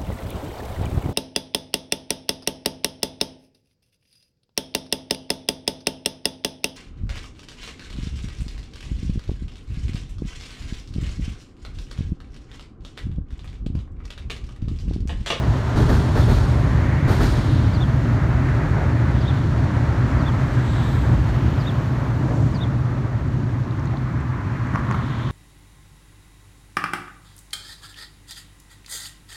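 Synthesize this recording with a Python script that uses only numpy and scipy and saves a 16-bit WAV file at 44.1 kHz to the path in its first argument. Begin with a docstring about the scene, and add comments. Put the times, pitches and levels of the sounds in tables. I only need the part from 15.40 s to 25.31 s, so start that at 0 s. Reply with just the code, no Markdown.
"""River bank by a steel trestle bridge: a passenger train rolls away over it.
Filtered noise makes the girder boom, wheel roar and rail hiss, under slow level curves.
Enveloped noise makes the last axles clatter over a near rail joint and later clack on a far one.
Swelling noise bands add bridge swells, a squeal and swishes; decaying sines and ticks are loose steel.
A small bird in the bushes repeats a falling chirp of frequency-modulated sines."""
import sys
import numpy as np
from scipy import signal
from scipy.fft import rfft, irfft, next_fast_len
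from scipy.io import wavfile
from scipy.ndimage import uniform_filter1d

SR = 44100
rng = np.random.default_rng(int(sys.argv[2]) if len(sys.argv) > 2 else 0)


def log_audio(samples):
    """Write samples as a 16-bit WAV file to the path given in sys.argv[1]."""
    # one column per channel
    frames = np.atleast_2d(samples).T
    # limit to full scale, then quantise
    limited = np.clip(frames, -1, 1)
    pcm = np.round(limited * 32767).astype(np.int16)
    wavfile.write(sys.argv[1], SR, pcm)


N = 437016
TIME_S = np.arange(N) / SR

# Spectra: freq_hz, relative_db. Each is scaled to rms 1 before its level is applied.
# Level curves and part levels are set before the small trims in the source functions.

# bridge thuds under a bogie: peak_s, girder_rise_db, plate_rise_db
BOGIE_THUDS = [(.08, 11.5, 10.5), (.42, 3, 3.5), (.83, 3.5, 0), (2.16, 2, 3.5), (4.75, 0.5, 4),
               (5.73, 4, 4), (6.05, 4, 4), (6.86, 0.5, 5.5), (7.04, 6.5, 3.5), (7.38, 3, -0.5),
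               (8.02, 4, 3)]
THUD_SIGMA_S, DECK_THUD_EXPONENT = 0.05, 0.75
PLATE_DB_PER_GIRDER_DB = 0.77
PLATE_KICK_DB = -3.5  # near-joint blow on the web plates, relative to its clang
# load on the bridge, rising, then easing as the train leaves: time_s, girder_boom_db, deck_sway_db
BRIDGE_LOAD = [(0, -30.5, -27.5), (.3, -24, -28), (.42, -20, -20), (2.2, -18.5, -23), (5.4, -20, -25.5),
               (5.8, -21, -21), (6.45, -21.5, -31), (8.5, -24, -33), (9.9, -24.5, -32.5)]
# girder spectrum: freq_hz, relative_db
GIRDER_SPECTRUM = [(60, -12), (82, -9.5), (105, -2.5), (121, 1.5), (142, -4.5), (165, -12), (230, -30.5)]
# deck spectrum: freq_hz, relative_db
DECK_SPECTRUM = [(12, -62), (24, -42), (33, -26), (42, -0.5), (63, 8.5), (82, 9), (110, -10.5)]
# web plate spectrum: freq_hz, relative_db
PLATE_SPECTRUM = [(130, -42), (170, -1), (200, -0.5), (255, 1), (305, -2), (370, -8.5), (460, -24),
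                  (800, -25)]
# low swells of the bridge, with a thump at 6.92 s and a short knock at 8.55 s:
# peak_s, sigma_s, level_db, centre_hz, width_share (of centre)
BRIDGE_SWELLS = [(1.6, 0.24, -36.5, 1820, 0.26), (3.42, .07, -34, 600, 0.59),
                 (4.8, 0.16, -36.5, 1160, 0.23), (6.92, 0.065, -32.5, 540, 0.55),
                 (7.5, 0.22, -46, 1180, 0.16), (8.55, 0.013, -37, 700, 0.13), (9.4, 1, -39, 1070, 0.23)]
# wheels rolling: time_s, roar_db, roar_treble_db
WHEEL_LEVELS = [(0.0, -34, -39.8), (1.6, -33, -37), (2.4, -35.5, -38.5), (3.1, -34, -33), (4.0, -34.5, -38),
                (4.8, -34, -35.0), (6.2, -34.5, -39), (7.0, -36, -41), (8.1, -41.5, -43.9),
                (9.2, -42.5, -38.5), (9.9, -41, -38.5)]
# wheel roar spectrum: freq_hz, relative_db
ROAR_SPECTRUM = [(290, 0), (390, 4), (480, -0.5), (600, 3.5), (760, -1), (950, 1), (1200, -2.5),
                 (1500, -10.5), (2100, -22)]
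# roar treble spectrum: freq_hz, relative_db
ROAR_TREBLE_SPECTRUM = [(900, -20), (1300, 1.5), (1600, 2), (1900, -0.5), (2200, -5), (2600, -12),
                        (3200, -31), (5000, -47)]
# rails under the wheels: time_s, hiss_db, sizzle_db
RAIL_LEVELS = [(0.0, -44.0, -66.4), (1.4, -46.5, -67.8), (3.0, -48, -68), (4.3, -47, -70.5),
               (5.3, -46, -66), (6.3, -48.0, -65), (7.7, -53.0, -74.6), (9.0, -53.5, -73.6),
               (9.9, -49.5, -70.9)]
# rail hiss spectrum: freq_hz, relative_db
HISS_SPECTRUM = [(1800, -6), (2800, 3.5), (3600, 1.5), (4500, 0), (4950, -5), (5400, -3.5), (7000, -6.5),
                 (7800, -11.5), (9400, -15.5), (10400, -20.5), (15000, -42)]
# fine rail sizzle spectrum: freq_hz, relative_db
SIZZLE_SPECTRUM = [(8000, -19), (10400, -12), (11100, 2), (11800, 0), (12900, -1.5), (14500, -2.5),
                   (15700, -8)]
# one short squeal at 0.83 s, then swelling swishes of noise from the rail:
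# peak_s, sigma_s, level_db, centre_hz, width_share (of centre)
SQUEAL_AND_SWISHES = [(.829, 0.012, -41, 3520, .03), (2.15, 0.16, -45.5, 3600, 0.25),
                      (3.87, 0.11, -47.5, 3420, 0.21), (5.42, 0.15, -45, 3550, 0.16),
                      (5.42, 0.23, -57.5, 7750, 0.099), (5.53, .09, -63, 12500, .16),
                      (6.1, 0.23, -48, 2740, 0.3), (7.003, 0.15, -57, 6400, .3),
                      (9.85, 0.23, -47.5, 3400, 0.16)]
# axles over the near joint: start_s, clatter_db, clang_db, scrape_db, length_s
NEAR_AXLES = [(0.351, -39, -20.5, -61, 0.058), (0.481, -41, -20.5, -55, 0.066),
              (0.747, -39.5, -22.5, -55, 0.06), (0.875, -40, -20, -53, 0.049),
              (1.67, -38.5, -23.5, -53, 0.068), (1.796, -37, -20, -50, 0.048)]
# bridge clang spectrum: freq_hz, relative_db
CLANG_SPECTRUM = [(32, -10), (45, 38), (70, -2), (120, 6), (215, -13), (400, 16.5), (520, 5.5), (750, 6),
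                  (1100, 1), (1450, 3), (1900, -4), (2600, -35)]
# rail clatter spectrum: freq_hz, relative_db
CLATTER_SPECTRUM = [(1500, -0.5), (2700, -4), (3600, -0.5), (4500, -0.5), (4950, -7), (5300, -7),
                    (7100, -9.5), (7800, -15), (8400, -11.5), (9600, -13.5), (10300, -25), (15000, -38)]
# bright scrape spectrum: freq_hz, relative_db
SCRAPE_SPECTRUM = [(8500, -15), (10500, -8), (11300, -7), (11800, 3), (12400, 2), (13100, -7), (13800, -4),
                   (14800, -8), (15700, -9)]
# wheel ring: freq_hz, width_hz, level_db
WHEEL_RING_MODES = [(5240, 130, -55), (10040, 170, -68), (11350, 200, -66), (11700, 260, -64),
                    (13400, 80, -69), (14800, 70, -72)]
# axles over the far joint: start_s, level_db, length_s
FAR_JOINT_AXLES = [(9.327, -26, 0.054), (9.478, -26, 0.068)]
# far clang spectrum: freq_hz, relative_db
FAR_CLANG_SPECTRUM = [(130, 6), (200, 16.5), (320, 0.5), (500, -6), (780, -7), (1080, 5), (1300, 0),
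                      (1750, -7), (2600, -22), (4800, -36), (6300, -34), (8500, -46), (11500, -43),
                      (15000, -56)]
# loose steel: start_s, knock_db, tick_db, tick_hz
STEEL_KNOCKS = [(8.236, -50, -41, 4200), (8.309, -50, -35, 3800), (8.395, -45, -38, 5500),
                (8.456, -40, -35, 6550), (8.473, -45, -35, 4000), (8.571, -42, -34, 3900),
                (8.805, -50, -43, 7500), (9.271, -48, -41, 7000), (9.358, -11, -32.5, 5800),
                (9.5121, -11, -29.5, 6600), (9.5245, -22, -33, 4500)]
# ring of one knock: freq_hz, level_db, t60_s
KNOCK_MODES = [(815, -12, 0.011), (1090, -.5, 0.018), (1390, -5, .012), (1720, -8, 0.012),
               (2920, -23, .005), (9800, -23, 0.0026)]
# bird calls: start_s, level_db, pitch_factor
BIRD_CALLS = [(2.331, -36.5, .975), (3.797, -39, 1.), (4.785, -40, .96), (6.191, -37, 1.), (7.135, -37, 1.)]
# call syllables: delay_s, length_s, level_db, top_hz, crest_place (0-1), fall_hz, buzz_share (of pitch)
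# top_hz and fall_hz are before pitch_factor
CALL_SYLLABLES = [(0, .05, -9.5, 5050, 0., 1350, .025), (.048, .018, -14, 3680, .7, 40, .01),
                  (.066, .052, 0, 3720, .42, 620, .016)]
LOWPASS_HZ = 15750


def bridge():
    """The moving load shakes girders, deck and thin web plates; thuds swell, joint blows kick the plates."""
    boom, sway = gains(BRIDGE_LOAD)
    peak_s, girder_rise_db, plate_rise_db = np.transpose(BOGIE_THUDS)
    thuds = surge(peak_s, girder_rise_db)
    hit_s, _, clang_db, _, length_s = np.transpose(NEAR_AXLES)
    kick = blows(hit_s, clang_db + PLATE_KICK_DB, length_s,
                 rise_s=0.018, t60_s=0.3, tail_db=-12, tail_t60_s=0.6)
    load_drone = amp(-14) * boom ** PLATE_DB_PER_GIRDER_DB * surge(peak_s, plate_rise_db)
    drone = np.hypot(load_drone, kick)
    girders = amp(0.42) * boom * thuds * steadied(body(GIRDER_SPECTRUM), span_s=0.099, share=0.65)
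    deck = sway * thuds ** DECK_THUD_EXPONENT * steadied(body(DECK_SPECTRUM), span_s=0.13, share=0.45)
    plates = drone * steadied(body(PLATE_SPECTRUM), span_s=1.0, share=0.16)
    return girders + deck + plates


def bridge_swells():
    """Low swells of the bridge, with a thump at 6.92 s and a short knock at 8.55 s, as noise bands."""
    return swells(BRIDGE_SWELLS)


def rolling():
    """Rough treads roar on the rail and rattle the running gear; the rails hiss above."""
    roar, treble = gains(WHEEL_LEVELS)
    hiss, sizzle = gains(RAIL_LEVELS)
    wheels = amp(1.32) * roar * body(ROAR_SPECTRUM)
    wheels = wheels + amp(-1.54) * treble * body(ROAR_TREBLE_SPECTRUM)
    wheels = wheels * flutter(rate_hz=16.6, depth_db=0.9) * flutter(rate_hz=4.5, depth_db=0.17)
    rails = amp(-0.63) * hiss * body(HISS_SPECTRUM) + amp(-0.6) * sizzle * body(SIZZLE_SPECTRUM)
    return wheels + rails * flutter(rate_hz=28, depth_db=0.5)


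def squeal_and_swishes():
    """One short squeal at 0.83 s, then swelling swishes of noise from the rail."""
    return swells(SQUEAL_AND_SWISHES)


def near_joint():
    """Each axle batters the joint: the bridge clangs, the rail clatters, and the wheel rings on."""
    start_s, clatter_db, clang_db, scrape_db, length_s = np.transpose(NEAR_AXLES)
    clang = amp(1.5) * steadied(body(CLANG_SPECTRUM), span_s=0.019, share=0.7)
    clang = clang * blows(start_s, clang_db, length_s / 2,
                          rise_s=0.01, t60_s=0.26, tail_db=-5, tail_t60_s=0.96)
    clatter = body(CLATTER_SPECTRUM) * blows(start_s, clatter_db, length_s,
                                             rise_s=0.015, t60_s=0.31, tail_db=-1.5, tail_t60_s=1.8)
    scrape = body(SCRAPE_SPECTRUM) * blows(start_s, scrape_db, length_s,
                                           rise_s=0.02, t60_s=0.2, tail_db=-10, tail_t60_s=1.1)
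    ring = sum(amp(db) * band(hz, width_hz) for hz, width_hz, db in WHEEL_RING_MODES)
    # strongest clatter drives the ring at 0 dB
    ring = ring * blows(start_s, clatter_db - clatter_db.max(), length_s,
                        rise_s=0.02, t60_s=0.57, tail_db=-5, tail_t60_s=2.6)
    return (clang + clatter + scrape) * flutter(rate_hz=90, depth_db=1.0) + ring


def far_joint():
    """A pair of axles crosses a distant joint, duller through the air, and chatters as it lands."""
    start_s, level_db, length_s = np.transpose(FAR_JOINT_AXLES)
    chatter = evened(flutter(rate_hz=110, depth_db=3))
    envelope = blows(start_s, level_db, length_s,
                     rise_s=0.0063, t60_s=0.11, tail_db=-5, tail_t60_s=1.0)
    return body(FAR_CLANG_SPECTRUM) * chatter * envelope


def loose_steel():
    """Loose parts snap together: a short ringing knock, topped by a thin tick a few cycles long."""
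    parts = np.zeros(N)
    age_s = TIME_S[:SR // 10]
    knock = sum(amp(db - 60 * age_s / t60_s) * np.sin(2 * np.pi * hz * age_s)
                for hz, db, t60_s in KNOCK_MODES)
    # contact builds over 0.48 ms
    knock = knock * np.sin(np.pi / 2 * np.minimum(age_s / 0.00048, 1)) ** 2
    for start_s, knock_db, tick_db, tick_hz in STEEL_KNOCKS:
        cycles = tick_hz * age_s
        tick = np.exp(-((cycles - 4) / 1.6) ** 2) * np.sin(2 * np.pi * cycles)
        parts[round(start_s * SR):][:len(age_s)] += amp(knock_db) * knock + amp(tick_db) * tick
    return parts + amp(-10) * scattered(parts, tau_s=0.012)


def bird():
    """A buzzy falling slur, a faint pip and a short arched note, slightly scattered by the leaves."""
    song = np.zeros(N)
    buzz = band(210, 70)
    tremor = flutter(rate_hz=170, depth_db=2.2)
    for call_s, call_db, pitch_factor in BIRD_CALLS:
        for delay_s, length_s, db, top_hz, crest, fall_hz, buzz_share in CALL_SYLLABLES:
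            start_s = call_s + delay_s
            on = (TIME_S >= start_s) & (TIME_S < start_s + length_s)
            progress = np.clip((TIME_S[on] - start_s) / length_s, 0, 1)
            arch = (abs(progress - crest) / (1 - crest)) ** 1.5
            pitch_hz = pitch_factor * (top_hz - fall_hz * arch)
            cycles = np.cumsum(pitch_hz * (1 + buzz_share * buzz[on])) / SR
            tone = np.sqrt(2) * np.sin(np.pi * progress) * np.sin(2 * np.pi * cycles)
            song[on] += amp(call_db + db) * tone
    song = song * tremor
    return song + amp(-17) * scattered(song, tau_s=0.04)


def amp(db):
    """Decibels to gain."""
    return 10 ** (np.asarray(db) / 20)


def evened(x):
    """Scales to rms 1."""
    return x / np.sqrt(np.mean(x ** 2) + 1e-20)


def gains(table):
    """Level curves in dB, interpolated to a gain per sample."""
    time_s, *columns_db = np.transpose(table)
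    return [amp(np.interp(TIME_S, time_s, db)) for db in columns_db]


def shaped(shape):
    """Random vibration of rms 1: white noise with its spectrum multiplied by shape(hz)."""
    size = next_fast_len(N)
    hz = np.fft.rfftfreq(size, 1 / SR) + 1e-3
    spectrum = rfft(rng.standard_normal(size)) * shape(hz)
    return evened(irfft(spectrum, size)[:N])


def body(points):
    """Dense modes of a steel part, with cubic skirts beyond the ends of its spectrum."""
    point_hz, point_db = np.transpose(points)

    def shape(hz):
        curve = amp(np.interp(np.log(hz), np.log(point_hz), point_db))
        skirts = np.minimum(1, np.minimum(hz / point_hz[0], point_hz[-1] / hz)) ** 3
        return curve * skirts

    return shaped(shape)


def band(centre_hz, width_hz):
    """Random vibration of one resonance; its gain is 1/4 at width_hz from the centre."""
    return shaped(lambda hz: 1 / (1 + ((hz - centre_hz) / width_hz) ** 2) ** 2)


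def flutter(rate_hz, depth_db):
    """Random gain of rms depth_db, wavering mostly below rate_hz."""
    return amp(depth_db * shaped(lambda hz: 1 / (1 + (hz / rate_hz) ** 4)))


def steadied(x, span_s, share):
    """Removes a share of a vibration's slow chance swings, so that it follows its drive."""
    window = int(span_s * SR) + 1
    power = abs(uniform_filter1d(uniform_filter1d(x ** 2, window), window))
    return evened(x / (power + 1e-9) ** (np.clip(share, 0, 1) / 2))


def burst(start_s, length_s, rise_s, t60_s, tail_db, tail_t60_s):
    """Blow envelope: rises, holds to its length, drops, and leaves a tail in the structure."""
    after_s = np.maximum(TIME_S - start_s - length_s, 0)
    tail = min(amp(tail_db), 1)
    attack = np.clip((TIME_S - start_s) / rise_s, 0, 1)
    return attack * ((1 - tail) * amp(-60 * after_s / t60_s) + tail * amp(-60 * after_s / tail_t60_s))


def blows(starts_s, levels_db, lengths_s, rise_s, t60_s, tail_db, tail_t60_s):
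    """Envelope of several blows on one part; their powers add."""
    power = sum((amp(db) * burst(start_s, length_s, rise_s, t60_s, tail_db, tail_t60_s)) ** 2
                for start_s, db, length_s in zip(starts_s, levels_db, lengths_s))
    return np.sqrt(power)


def surge(peaks_s, rises_db):
    """Gain that swells and falls back at each thud."""
    return amp(sum(db * np.exp(-((TIME_S - peak_s) / THUD_SIGMA_S) ** 2 / 2)
                   for peak_s, db in zip(peaks_s, rises_db)))


def swells(rows):
    """Noise bands, each swelling and fading under a Gaussian envelope."""
    total = np.zeros(N)
    for peak_s, sigma_s, level_db, centre_hz, width_share in rows:
        envelope = np.exp(-((TIME_S - peak_s) / sigma_s) ** 2 / 2)
        total += amp(level_db) * envelope * band(centre_hz, 1.57 * width_share * centre_hz)
    return total


def scattered(x, tau_s):
    """Dense reflections off nearby things, decaying by 1/e per tau_s."""
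    age_s = TIME_S[:SR // 2]
    echoes = rng.standard_normal(len(age_s)) * np.exp(-age_s / tau_s)
    return signal.fftconvolve(x, echoes / np.linalg.norm(echoes))[:N]


def scene():
    """Train and bird summed at the bank, one channel."""
    train = bridge() + bridge_swells() + rolling() + squeal_and_swishes()
    train = train + near_joint() + far_joint() + loose_steel()
    return (train + bird())[None]


def record(dry):
    """Linear-phase low-pass at LOWPASS_HZ."""
    lowpass = signal.firwin(801, LOWPASS_HZ, window=("kaiser", 9), fs=SR)
    return signal.oaconvolve(dry, lowpass[None], "same")


dry = scene()
out = record(dry)
log_audio(out)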